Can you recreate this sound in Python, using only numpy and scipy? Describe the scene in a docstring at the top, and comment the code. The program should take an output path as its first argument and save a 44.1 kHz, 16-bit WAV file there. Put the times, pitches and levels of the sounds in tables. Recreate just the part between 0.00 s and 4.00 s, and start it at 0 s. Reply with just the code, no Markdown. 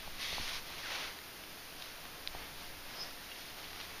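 """Two broad rubs over a mattress cover, close up, as a hand turns and presses a plate dumbbell on it.
The cloth rustles as its fibres catch and let go; lighter shifts follow, and sticking skin squeaks briefly.
Metal gives one sharp click, the plates tick and clink, and soft bumps thud into the mattress.
Handling rumble, a low drone and the hiss and hum of a quiet room lie underneath. The sound is mono."""
import sys
import numpy as np
from scipy.fft import rfft, irfft, next_fast_len
from scipy.io import wavfile
from scipy.ndimage import map_coordinates

SR = 44100
rng = np.random.default_rng(int(sys.argv[2]) if len(sys.argv) > 2 else 0)


def materialize(psi):
    """Save the field psi as 16-bit PCM at rate SR to the path in sys.argv[1].

    A 1-D psi becomes a single channel; in a 2-D psi each row is a channel.
    """
    bounded = np.clip(np.atleast_2d(psi).T, -1, 1)
    quanta = np.round(bounded * 32767).astype(np.int16)
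    wavfile.write(sys.argv[1], SR, quanta)


N = 176400

# strokes over the cover
# (start [s], end [s], attack [s], release [s], level [dB], tilt [dB/octave], resonance amount [x])
RUB_STROKES = [(-.05, 0.253, .05, 0.04, -54, 0, 0.9), (0.175, 0.488, 0.048, 0.17, -39.5, 1.6, 1.66),
               (0.327, 0.615, 0.11, 0.043, -42.5, 0.8, 0.48), (0.596, 0.903, 0.11, 0.074, -49, 0, 0.99),
               (0.805, 1.186, 0.089, 0.17, -41.5, -1, 0.49), (1.737, 1.97, .09, 0.094, -52, 0.5, .4),
               (2.29, 2.55, 0.083, 0.12, -50, -3.5, 0.53), (2.548, 2.71, 0.06, 0.048, -53, 1, 0.73),
               (2.76, 3.172, .22, 0.12, -49.5, -3, 0.22), (3.143, 3.567, 0.13, 0.051, -54, 1.8, 0.37),
               (3.545, 4.08, 0.035, 0.13, -52.5, -0.8, .4)]
# base colour of the cloth (frequency [Hz], level [dB])
CLOTH_COLOUR = [(60, -17), (250, -15.5), (700, -4.5), (1350, -2.5), (2100, -2), (2800, -1), (3600, -2),
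                (5200, -4.5), (6200, -7.5), (7200, -20), (9800, -17), (11500, -18.5), (14500, -37)]
# its broad resonances and one dip, scaled per stroke (centre [Hz], gain [dB], half-width [Hz])
CLOTH_RESONANCES = [(1130, 2.5, 110), (1450, -1.8, 240), (2070, 4.5, 170), (2580, 1.8, 86),
                    (3330, 1.8, 160), (3720, 3, 240), (4400, 2.5, 260)]
FIBRES_PER_S, FIBRE_SHARE = 3500, 0.31  # share of the friction's power that is crackle
WAVER_DB, WAVERS_PER_S = 1.02, 45


def rubs():
    """Countless fibres catch and let go; each rub swells, holds and fades with its own colour."""
    t, out = np.arange(N) / SR, np.zeros(N)
    lift = lambda hz: sum(db / (1 + ((hz - centre) / width) ** 2) for centre, db, width in CLOTH_RESONANCES)
    for start, end, attack, release, db, tilt, resonance in RUB_STROKES:
        fibres = unit((rng.random(N) < FIBRES_PER_S / SR) * rng.standard_normal(N))
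        friction = np.sqrt(FIBRE_SHARE) * fibres + np.sqrt(1 - FIBRE_SHARE) * rng.standard_normal(N)
        colour = lambda hz: amp(along(CLOTH_COLOUR, hz) + tilt * np.log2(hz + 1) + resonance * lift(hz))
        envelope = np.clip(np.minimum((t - start) / attack, (end - t) / release), 0, 1)
        out += amp(db) * unit(filtered(friction, colour)) * envelope
    return out * amp(WAVER_DB * wobble(WAVERS_PER_S))


# squeaks of sticking skin; the first two run together
# (start [s], length [s], first pitch [Hz], middle pitch [Hz], last pitch [Hz], tone [dB], hiss [dB])
SKIN_SQUEAKS = [(0.817, .074, 2096, 1600, 1030, -48, -60), (.862, .066, 1480, 1010, 624, -58, -70),
                (2.977, 0.08, 4950, 5150, 4990, -42.5, -48.5)]
SQUEAK_JITTER, SQUEAK_HISS_WIDTH = 0.0065, 0.097  # shares of the pitch
SQUEAK_RASP, SQUEAK_HISS_FADE_S = 0.18, 0.068


def squeaks():
    """A short stick-slip tone glides with the hand's speed, inside a longer hiss at its middle pitch."""
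    t, out = np.arange(N) / SR, np.zeros(N)
    for start, length, first, middle, last, db, hiss_db in SKIN_SQUEAKS:
        progress = np.clip((t - start) / length, 0, 1)
        glide = np.polyval(np.polyfit([0, .5, 1], [first, middle, last], 2), progress)
        hz = glide * (1 + SQUEAK_JITTER * wobble(400))
        phase = 2 * np.pi * np.cumsum(hz) / SR
        swell = np.sin(np.pi * progress)
        tone = np.sqrt(2) * swell ** 2 * np.sin(phase)
        rasp = wobble(800) * np.cos(phase) + wobble(800) * np.sin(phase)
        hiss_envelope = np.exp(-np.abs(t - start - length / 2) / SQUEAK_HISS_FADE_S)
        hiss = fuzzy_tone(middle, SQUEAK_HISS_WIDTH * middle) * hiss_envelope
        out += amp(db) * (tone + SQUEAK_RASP * swell * rasp) + amp(hiss_db) * hiss
    return out


# hard, bright colour of the click (frequency [Hz], level [dB])
METAL_COLOUR = [(300, -27), (900, -34), (1500, -15), (2300, -4.5), (3000, -7.5), (3850, 2.5), (4400, -5),
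                (5000, -4), (5900, -22), (7500, -34), (14000, -43)]
CLICK_S, CLICK_DB = 2.2748, -18.5


def click():
    """Metal strikes the plate once, damped by hand and mattress."""
    out = np.zeros(N)
    add(out, CLICK_S, amp(CLICK_DB) * impulse(METAL_COLOUR))
    return out


# small contacts between the plates (time [s], level [dB], tilt [dB/octave])
PLATE_TICKS = [(0.2293, -26, 4), (1.1888, -34, 0), (1.4370, -40, 3), (1.4392, -34, -2), (1.633, -43, 13),
               (1.7251, -36, -3), (1.8228, -31, 2), (1.8247, -34, 3), (2.0403, -41, -1),
               (2.0540, -33.5, -4), (3.316, -35, -2), (3.6425, -37, 0), (3.7073, -43, -4), (3.732, -33, 2),
               (3.7610, -33, -2.5), (3.8013, -32, 0), (3.8035, -31, 2.5), (3.8069, -32, -1),
               (3.81, -36, -4), (3.813, -28, -2)]
# their base colour (frequency [Hz], level [dB])
PLATE_COLOUR = [(200, -15), (900, -6.5), (2000, 1), (4000, 1), (5500, -7), (7500, -37), (14000, -45)]
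TICK_TAIL_GAIN, TICK_T60_S = .1, .014


def ticks():
    """The shifting plates touch: each damped tick is a snap with a tiny scraping tail."""
    t, out = np.arange(SR // 20) / SR, np.zeros(N)
    for time, db, tilt in PLATE_TICKS:
        snap = t == 0
        tail = TICK_TAIL_GAIN * rng.standard_normal(len(t)) * amp(-60 * t / TICK_T60_S)
        colour = [(hz, colour_db + tilt * np.log2(hz)) for hz, colour_db in PLATE_COLOUR]
        add(out, time, amp(db) * np.convolve(snap + tail, impulse(colour)))
    return out


# ring of the loose plate (frequency [Hz], level [dB], t60 [s])
PLATE_MODES = [(2820, 0, .055), (3190, -4, .04)]
CLINK_S, CLINK_DB = 3.315, -41.5


def clink():
    """The loose plate rings faintly, choked by hand and mattress."""
    out = np.zeros(N)
    add(out, CLINK_S, amp(CLINK_DB) * ring(PLATE_MODES, attack_s=0.0026))
    return out


# soft bumps, ahead of the muffling (time [s], knock level [dB], knock pitch [Hz], thud level [dB])
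SOFT_BUMPS = [(0.0765, -35, 850, -42.5), (0.3282, -35, 600, -40.5), (.3822, -26, 960, -59),
              (.399, -35.5, 242, -40), (.705, -39, 1010, -52), (2.3496, -31, 734, -41.5),
              (3.585, -39.5, 750, -68)]
# low body of the mattress (frequency [Hz], level [dB], t60 [s])
MATTRESS_MODES = [(73, -1.5, 0.096), (150, -4, 0.056)]
KNOCK_T60_CYCLES, MUFFLE_HZ = 5.6, 1160


def bumps():
    """Padded knocks die within a few cycles, each with a low thud from the mattress."""
    out = np.zeros(N)
    thud = ring(MATTRESS_MODES, attack_s=0.0022)
    for time, db, hz, thud_db in SOFT_BUMPS:
        knock = ring([(hz, 0, KNOCK_T60_CYCLES / hz)], attack_s=.0003)
        add(out, time, amp(db) * knock + amp(thud_db) * thud)
    return filtered(out, lambda hz: 1 / (1 + (hz / MUFFLE_HZ) ** 10))


# fader ride of the handling rumble (time [s], level [dB])
RUMBLE_RIDE = [(0, -53), (.33, -50), (.55, -48), (.9, -58), (1.5, -60.5), (1.95, -61), (2.4, -49.5),
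               (2.75, -53), (3.15, -56.5), (3.4, -60), (4, -57)]
# its sub-heavy colour (frequency [Hz], level [dB])
RUMBLE_COLOUR = [(3, -11), (8, 1), (16, -2.5), (30, -16.5), (55, -24), (120, -25), (300, -32), (900, -48)]


def rumble():
    """Handling makes slow pressure swings."""
    return noise(RUMBLE_COLOUR) * fader(RUMBLE_RIDE)


# fader ride of the drone (time [s], level [dB])
DRONE_RIDE = [(0, -57.5), (.7, -75), (1.9, -74), (2.28, -72), (2.4, -56.5), (2.62, -63), (2.9, -75),
              (3.4, -70), (3.8, -63), (4, -62)]


def drone():
    """A low drone near the pitch of the mattress comes and goes."""
    return fuzzy_tone(hz=76.4, half_width_hz=6.5) * fader(DRONE_RIDE)


# colour of the hiss (frequency [Hz], level [dB])
HISS_COLOUR = [(25, 6), (100, -1.5), (300, 2), (750, 1), (2000, 1), (3200, 0), (5000, -1.5), (6400, -7.5),
               (7400, -12.5), (9200, -9.5), (11000, -7), (15000, -8)]
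# bands of room hum (centre [Hz], level [dB], half-width [Hz])
HUM_BANDS = [(159.8, -73, 8.8), (298.4, -72, 12.5), (709, -70.5, 19)]
HISS_DB = -49


def room_tone():
    """A bed of steady hiss and faint, fuzzy room hum."""
    hiss = amp(HISS_DB) * noise(HISS_COLOUR)
    hum = sum(amp(db) * fuzzy_tone(hz, width) for hz, db, width in HUM_BANDS)
    return hiss + hum


def amp(db):
    """Decibels to gain."""
    return 10 ** (np.asarray(db) / 20)


def unit(x):
    """Scale to rms 1."""
    return x / np.sqrt(np.mean(x ** 2) + 1e-20)


def along(points, hz):
    """Read (frequency [Hz], level [dB]) points on a log frequency axis."""
    frequencies, levels = np.transpose(points)
    return np.interp(np.log(hz + 1), np.log(frequencies + 1), levels)


def fader(points):
    """Gain per sample from (time [s], level [dB]) points."""
    return amp(np.interp(np.arange(N) / SR, *np.transpose(points)))


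def wobble(rate):
    """A smooth random curve with rate knots a second."""
    return map_coordinates(rng.standard_normal(int(N * rate / SR) + 4), [np.arange(N) * rate / SR])


def filtered(x, response):
    """Apply a gain that depends on frequency."""
    size = next_fast_len(N + SR // 2)
    return irfft(rfft(x, size) * response(np.fft.rfftfreq(size, 1 / SR)), size)[:N]


def noise(colour):
    """Coloured noise of rms 1."""
    return unit(filtered(rng.standard_normal(N), lambda hz: amp(along(colour, hz))))


def fuzzy_tone(hz, half_width_hz):
    """A narrow band of noise, rms 1."""
    return unit(filtered(rng.standard_normal(N), lambda f: 1 / (1 + ((f - hz) / half_width_hz) ** 2)))


def impulse(colour, size=512):
    """A minimum-phase pulse of the given colour, peak 1."""
    cepstrum = irfft(np.log(amp(along(colour, np.fft.rfftfreq(size, 1 / SR)))))
    causal = 2 * cepstrum[:size // 2] * (np.arange(size // 2) > 0)
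    pulse = irfft(np.exp(rfft(causal, size)))
    return pulse / np.abs(pulse).max()


def ring(modes, attack_s):
    """Damped modes after one blow, peak 1."""
    t = np.arange(SR // 10) / SR
    tone = sum(amp(db - 60 * t / t60) * np.sin(2 * np.pi * hz * t) for hz, db, t60 in modes)
    tone *= 1 - np.exp(-(t / attack_s) ** 2)
    return tone / np.abs(tone).max()


def add(out, start_s, sound):
    """Mix a sound in at start_s."""
    part = out[max(round(start_s * SR), 0):][:len(sound)]
    part += sound[:len(part)]


def scene():
    """Everything is close and dry, the same in both channels."""
    mono = rubs() + squeaks() + click() + ticks() + clink() + bumps() + rumble() + drone() + room_tone()
    return np.array([mono, mono])


NOTCH_HZ, NOTCH_WIDTH_HZ, TOP_HZ = 7884, 520, 15300


def record(dry):
    """The recorder has a deep notch in the treble and a steep band limit."""
    response = lambda hz: (1 - np.exp(-((hz - NOTCH_HZ) / NOTCH_WIDTH_HZ) ** 2)) * (hz < TOP_HZ)
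    return np.array([filtered(channel, response) for channel in dry])


dry = scene()
out = record(dry)
materialize(out)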